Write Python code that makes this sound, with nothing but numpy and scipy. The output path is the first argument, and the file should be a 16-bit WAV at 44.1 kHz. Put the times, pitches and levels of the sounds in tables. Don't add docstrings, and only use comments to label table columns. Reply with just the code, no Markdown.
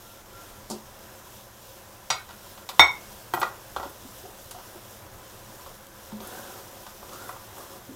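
import sys
import numpy as np
from scipy import signal
from scipy.fft import rfft, irfft, next_fast_len
from scipy.io import wavfile
from scipy.ndimage import uniform_filter1d, map_coordinates

SR = 44100
rng = np.random.default_rng(int(sys.argv[2]) if len(sys.argv) > 2 else 0)


def invert_db(level):
    return 10 ** (np.asarray(level, dtype=float) / 20)


def pcm_store(signal):
    levels = np.round(np.clip(np.atleast_2d(signal), -1, 1) * 32767)
    wavfile.write(sys.argv[1], SR, levels.astype(np.int16).T)


N = 350595

# (frequency [Hz], relative level per Hz [dB])
DRONE_COLOUR = [(15, -20), (25, -0.5), (45, -5.5), (65, -3.5), (110, -1.5), (165, -12.5), (190, -6.5),
                (265, -12.5), (360, -5), (430, -10), (545, -7), (800, -8.5), (1250, -11.5), (1600, -12),
                (1900, -16.5), (2600, -20.5), (4000, -82)]
# (frequency [Hz], width [Hz], gain [dB])
AIR_SPACES = [(120, 26, 3), (208, 9, 8.5), (535, 33, 7.5), (1000, 43, 6.5)]
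# (frequency [Hz], relative level [dB])
SIZZLE_COLOUR = [(1500, -11), (1900, -9), (2300, -12.5), (2700, 0.5), (3400, 2.5), (4500, -2), (5400, 2),
                 (6900, 0.5), (8500, -1), (10500, -1.5), (13100, 1.5), (15100, -0.5), (16000, -2.5)]
# (time [s], simmer gain [dB])
SIMMER_GAIN = [(0, 0.5), (2, 0.5), (3.1, 2), (4.6, 2), (6.1, 1.5), (6.9, 2), (7.5, 2.5), (7.95, 0.5)]
# (start [s], length before the fade [s], rms level [dB])
WHINE_TIMES = [(0.038, .1, -59), (0.156, .04, -57), (0.328, .09, -51.5), (.49, .09, -60)]
# (frequency [Hz], time to fall 60 dB [s])
ROOM_DECAY = [(200, 0.22), (1000, 0.3), (4000, 0.24), (12000, 0.11)]
# (time [s], rough peak level [dB], frequency [Hz], time to fall 60 dB [s])
LOW_BODIES = [(0.706, -29.5, 216, 0.28), (.708, -34, 357, 0.28), (2.101, -38.5, 128, 0.38),
              (2.797, -30, 65, 0.2), (2.794, -30.5, 130, 0.14), (2.796, -26.5, 334, 0.11),
              (3.339, -32, 126, 0.2), (3.338, -22.5, 350, 0.081), (3.416, -28.5, 358, 0.13),
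              (3.765, -41, 69, 0.34), (3.855, -33, 299, 0.068), (4.048, -36, 255, 0.16),
              (4.239, -36.5, 392, 0.14), (4.25, -35, 743, 0.076), (4.287, -36, 400, 0.066),
              (4.545, -34.5, 727, .1), (4.752, -38, 346, .13), (6.124, -28.5, 212.4, 0.31),
              (7.891, -30.5, 263.4, 0.14), (7.913, -33.5, 296, 0.11)]
# (time [s], noise
# level before filtering [dB], centre [Hz], time to fall 60 dB [s])
BRIGHT_PUFFS = [(.700, -27.5, 6350, .1), (0.708, -30, 5540, 0.16), (4.510, -33.5, 8600, 0.078),
                (6.272, -33.5, 11000, .05), (7.13, -40, 5600, 0.22), (7.285, -43, 9000, .12),
                (7.582, -39, 10000, .058)]
# (frequency [Hz], width [Hz], relative level [dB])
PAN_MODES = [(232, 57, -2), (368, 46, 2), (538, 48, 3), (740, 33, 4), (1005, 155, -4), (1430, 160, -5),
             (1560, 390, -9)]
# (start [s], length before the fade [s], scrape level [dB],
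# highest pitch aimed at by the hollow between blade and pan [Hz], hollow level over the scrape [dB])
SPATULA_STROKES = [(6.191, .33, -45, 1560, -7), (6.552, .25, -51.5, 1156, -12), (7.097, 0.21, -48, 1432, 0),
                   (7.543, 0.088, -48, 1120, -4), (7.685, 0.065, -48.5, 1200, -7)]
# (frequency [Hz], relative level [dB], time to fall 60 dB at damping 1 [s])
WORKTOP_MODES = [(299, 1.5, 0.064), (383.6, -2, 0.24), (468, -15.5, 0.19), (549, -1.5, 0.13),
                 (663, -7, 0.11), (756, 0.5, 0.072), (812, 1.5, 0.052), (907.6, 2, 0.069),
                 (1000, -1.5, 0.15), (1130, 4.5, 0.052), (1250, -1.5, 0.14), (1402, -4, 0.17),
                 (1540, -1, 0.058), (1939, -3.5, 0.11), (2260, -4, 0.032), (2490, -8.5, 0.21),
                 (3140, 3, 0.037)]
# (time [s], rough peak level [dB], centre [Hz], damping factor,
# crack noise level before filtering [dB])
KNOCK_BLOWS = [(.700, -28.5, 500, 2.2, -48), (.709, -25.5, 550, 1.3, -43), (2.1026, -15.5, 1320, 0.8, -12),
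               (2.289, -36.5, 1200, 0.8, -40), (2.307, -37.5, 1000, 1.3, -38),
               (2.576, -37, 1100, 0.72, -39), (2.690, -26.5, 1000, 0.57, -21.5),
               (2.7944, 3, 1050, 2.7, -12), (3.337, -12.5, 1280, 1.7, -24), (3.374, -19, 750, 1.4, -42),
               (3.4153, -16.5, 1280, 1.1, -22.5), (3.430, -11.5, 1250, 2.5, -23.5),
               (3.763, -17, 860, 1.5, -27.5), (3.797, -23.5, 805, 1, -36), (3.829, -24, 800, 0.91, -35),
               (3.855, -31, 500, 1.9, -44), (4.510, -38, 990, 1.2, -33), (4.545, -38, 700, 0.66, -38.5),
               (4.585, -36, 750, 1.2, -42), (4.634, -43, 1500, 0.98, -48), (4.748, -39, 450, 1.5, -48),
               (5.662, -33, 644, 0.81, -42), (6.119, -35, 496, 1.3, -44), (6.203, -38, 450, 1.2, -36),
               (6.865, -33.5, 1050, 0.82, -36), (7.027, -33.5, 770, 1.3, -49),
               (7.092, -36.5, 600, 2.3, -38), (7.291, -25, 1130, 1.5, -41), (7.363, -33, 1000, 2.2, -44),
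               (7.574, -36, 520, 1.07, -51)]
# (frequency [Hz], relative level [dB], time to fall 60 dB [s])
SPOON_MODES = [(6433, -8, .11), (7876, -6, .13), (9878, -3, .1), (10060, -6, .12), (12060, 0, .1),
               (13820, 0, .07), (14310, -3, .09), (14700, -3, .09), (15500, -8, .07)]
DISH_MODES = [(1491, -15, .4), (1852, -10, .18), (2202, -9, .24), (2439, -13, .2), (2568, -17, .22),
              (3122, -17, .2), (3591, -13, .2), (3941, -9, .2), (4210, -10, .19), (4500, -15, .15),
              (4786, -11, .17), (4974, -8, .085), (5518, -18, .17), (5790, 0, .055), (6718, -17, .18),
              (6858, -7, .11), (7994, -17, .18), (9238, -15, .12), (10600, -24, .1)]
PLATE_MODES = [(1685, -26, .18), (1857, -28, .2), (1958, -16, .14), (2089, -6, .13), (2110, -13, .2),
               (2164, -22, .45), (2190, -20, .3), (2227, -8, .24), (2280, -13, .2), (3628, 0, .07),
               (3700, -25, .25), (3850, -16, .14), (4290, -22, .17), (5190, -34, .17), (5537, -15, .21),
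               (6425, -24, .24), (6837, -42, .25), (7843, -33, .26), (8247, -42, .2)]
# (time [s], rough peak level [dB])
SPOON_TIMES = [(2.6903, -33), (2.794, -19.5), (3.3368, -26), (3.3987, -27.5), (3.8921, -40), (4.5096, -41)]
DISH_TIMES = [(2.102, -15)]
PLATE_TIMES = [(2.7945, 1.5)]


def unit(x):
    return x / np.sqrt(np.mean(x ** 2) + 1e-20)


def along(points, hz):
    f, v = np.transpose(points)
    return np.interp(np.log(hz + 1), np.log(f + 1), v)


def wobble(rate):
    knots = rng.standard_normal(int(N * rate / SR) + 4)
    return map_coordinates(knots, [np.arange(N) * rate / SR])


def filtered(x, response):
    m = next_fast_len(len(x) + 8192)
    spectrum = rfft(x, m) * response(np.fft.rfftfreq(m, 1 / SR))
    return irfft(spectrum, m)[:len(x)]


def peak(f, hz, width_hz):
    return 1j * f * width_hz / (hz * hz - f * f + 1j * f * width_hz + 1e-9)


def patchy(depth_db):
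    z = signal.stft(rng.standard_normal(N), nperseg=512)[2]
    field = uniform_filter1d(rng.standard_normal(z.shape), size=6, axis=0)
    field = uniform_filter1d(field, size=10, axis=1)
    noise = signal.istft(z * invert_db(depth_db * unit(field)), nperseg=512)[1]
    return unit(noise[:N])


def grains(per_s, spread_db):
    happens = rng.random(N) < per_s / SR
    size_db = spread_db * rng.exponential(size=N)
    return unit(happens * rng.standard_normal(N) * invert_db(size_db))


def add(track, s, sound):
    part = track[round(s * SR):][:len(sound)]
    part += sound[:len(part)]


def envelope(start, length, attack, release):
    t = np.arange(N) / SR - start
    return np.clip(np.minimum(t / attack, 1 + (length - t) / release), 0, 1)


def burst(db, hz, t60):
    t = np.arange(SR // 4) / SR
    noise = rng.standard_normal(len(t)) * invert_db(db - 60 * t / max(t60, .005))
    return filtered(noise, lambda f: peak(f, hz, 1.0 * hz) ** 2)


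def ringing(modes, attack, rough, gain_db=0, damping=1):
    hz, db, t60 = np.transpose(modes)[:, :, None]
    t = np.arange(SR // 2) / SR
    knots = rng.standard_normal((2, len(modes), 80))
    flutter = [np.array([np.interp(t * 150, np.arange(80), k) for k in part]) for part in knots]
    depth = rough * np.minimum(t / 0.0057, 1)
    size = (1 + depth * (flutter[0] + 1j * flutter[1])) / np.sqrt(1 + depth ** 2)
    phase = 2 * np.pi * (hz * t + rng.random(hz.shape))
    decay = invert_db(db + gain_db - 60 * damping * t / t60)
    ring = np.sum(decay * np.imag(size * np.exp(1j * phase)), axis=0)
    ring = ring * (1 - np.exp(-t / attack))
    first_rms = np.sqrt(np.mean(ring[:SR // 100] ** 2))
    return ring / (3 * first_rms)


def simmer():
    s, db = np.transpose(SIMMER_GAIN)
    return np.interp(np.arange(N) / SR, s, db)


def drone():
    BASE_DB, GROWTH = -50, 1

    def colour(f):
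        air_db = sum(db * abs(peak(f, hz, w)) ** 2 for hz, w, db in AIR_SPACES)
        return invert_db(along(DRONE_COLOUR, f) + air_db)

    level_db = BASE_DB + GROWTH * simmer() + 0.84 * wobble(5.2)
    return invert_db(level_db) * unit(filtered(patchy(depth_db=0.74), colour))


def sizzle():
    HISS_DB, FIZZ_DB = -55.5, -54
    FIZZ_GROWTH = 1.35
    simmer_db = simmer()
    bursts = patchy(depth_db=1.1) + .42 * grains(per_s=1200, spread_db=1.6)
    whole = filtered(bursts, lambda f: invert_db(along(SIZZLE_COLOUR, f)))
    fizz = filtered(whole, lambda f: np.clip((f - 7000) / 1500, 0, 1))
    hiss = whole - fizz
    mix = invert_db(HISS_DB + simmer_db) * unit(hiss)
    mix = mix + invert_db(FIZZ_DB + FIZZ_GROWTH * simmer_db) * unit(fizz)
    return invert_db(1.07 * wobble(7.9) + 0.48 * wobble(30)) * mix


def whine():
    ATTACK_S, RELEASE_S = 0.017, .03
    size = sum(invert_db(db) * envelope(s, length, ATTACK_S, RELEASE_S) for s, length, db in WHINE_TIMES)
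    pitch_hz = 1370 + 4 * wobble(41)
    return np.sqrt(2) * size * np.sin(2 * np.pi * np.cumsum(pitch_hz) / SR)


def kitchen(x):
    hz, t, z = signal.stft(rng.standard_normal(SR // 2), SR, nperseg=256)
    decay = invert_db(-60 * t / along(ROOM_DECAY, hz)[:, None])
    tail = signal.istft(z * decay, SR, nperseg=256)[1]
    late = np.pad(x, (150, 0))
    return signal.fftconvolve(late, tail / np.linalg.norm(tail))[:N]


def low_bodies():
    out = np.zeros(N)
    for s, db, hz, t60 in LOW_BODIES:
        add(out, s, invert_db(db) * ringing([(hz, 0, t60)], attack=0.0023, rough=0.35))
    return out


def bright_puffs():
    out = np.zeros(N)
    for s, db, hz, t60 in BRIGHT_PUFFS:
        add(out, s, burst(db, hz, t60))
    return out


def spatula():
    ATTACK_S, RELEASE_S = 0.031, .1
    FLAT_HZ = 1100
    WET_HISS_DB, WET_HISS_GROWTH = -50.5, 0.79
    t = np.arange(N) / SR
    shapes, tilt = [], np.zeros(N)
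    for s, length, _, top_hz, _ in SPATULA_STROKES:
        shapes.append(envelope(s, length, ATTACK_S, RELEASE_S))
        progress = np.clip((t - s) / (length + RELEASE_S), 0, 1)
        tilt += np.log2(top_hz / FLAT_HZ) * np.sin(np.pi * progress)
    shapes = np.array(shapes)
    _, _, scrape_db, _, hollow_db = np.transpose(SPATULA_STROKES)
    hiss_db = WET_HISS_DB + WET_HISS_GROWTH * (scrape_db - scrape_db.mean())

    def pan_response(f):
        return sum((-1) ** k * invert_db(db) * peak(f, hz, w) for k, (hz, w, db) in enumerate(PAN_MODES))

    drag = grains(per_s=4000, spread_db=1.5) * invert_db(1.2 * wobble(35))
    pan = filtered(drag, pan_response)
    slow = filtered(rng.standard_normal(N), lambda f: 1 / (1 + (f / 130) ** 2))
    hollow = slow * np.sin(2 * np.pi * np.cumsum(FLAT_HZ * 2 ** tilt) / SR)
    bursts = patchy(depth_db=2.2) + .5 * grains(per_s=800, spread_db=1.6)
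    hiss = filtered(bursts, lambda f: invert_db(along(SIZZLE_COLOUR, f)))
    scrape = (invert_db(scrape_db) @ shapes) * unit(pan)
    scrape = scrape + (invert_db(scrape_db + hollow_db) @ shapes) * unit(hollow)
    return scrape + (invert_db(hiss_db) @ shapes) * unit(hiss)


def knocks():
    NARROW_DB = 6.5
    CRACK_HZ, CRACK_S = 3520, 0.062
    out, hz = np.zeros(N), np.array(WORKTOP_MODES)[:, :1]
    for s, db, centre_hz, damping, crack_db in KNOCK_BLOWS:
        near_db = -NARROW_DB * np.log2(hz / centre_hz) ** 2
        ring = ringing(WORKTOP_MODES, attack=.0006, rough=1.27, gain_db=near_db, damping=damping)
        add(out, s, invert_db(db) * ring)
        add(out, s, burst(crack_db, CRACK_HZ, CRACK_S))
    return out


def clinks(modes, blows, rough):
    out = np.zeros(N)
    for s, db in blows:
        add(out, s, invert_db(db) * ringing(modes, attack=0.000232, rough=rough))
    return out


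def scene():
    plate = clinks(PLATE_MODES, PLATE_TIMES, rough=.85)
    dish = clinks(DISH_MODES, DISH_TIMES, rough=3.0)
    spoon = clinks(SPOON_MODES, SPOON_TIMES, rough=0.47)
    blows = plate + dish + spoon + knocks() + low_bodies() + bright_puffs()
    background = drone() + sizzle() + whine()
    mix = blows + invert_db(-8) * kitchen(blows) + background + spatula()
    return mix[None]


def top_cut(x):
    return signal.sosfilt(signal.butter(12, 16200, fs=SR, output="sos"), x)


def record(dry):
    clipped = np.clip(dry[0], -1, 1)
    dulled = filtered(clipped, lambda f: 1 / (1 + (f / 16000) ** 60))
    finished = np.clip(dulled, -1, 1)[None]
    return top_cut(finished)


dry = scene()
out = record(dry)
pcm_store(out)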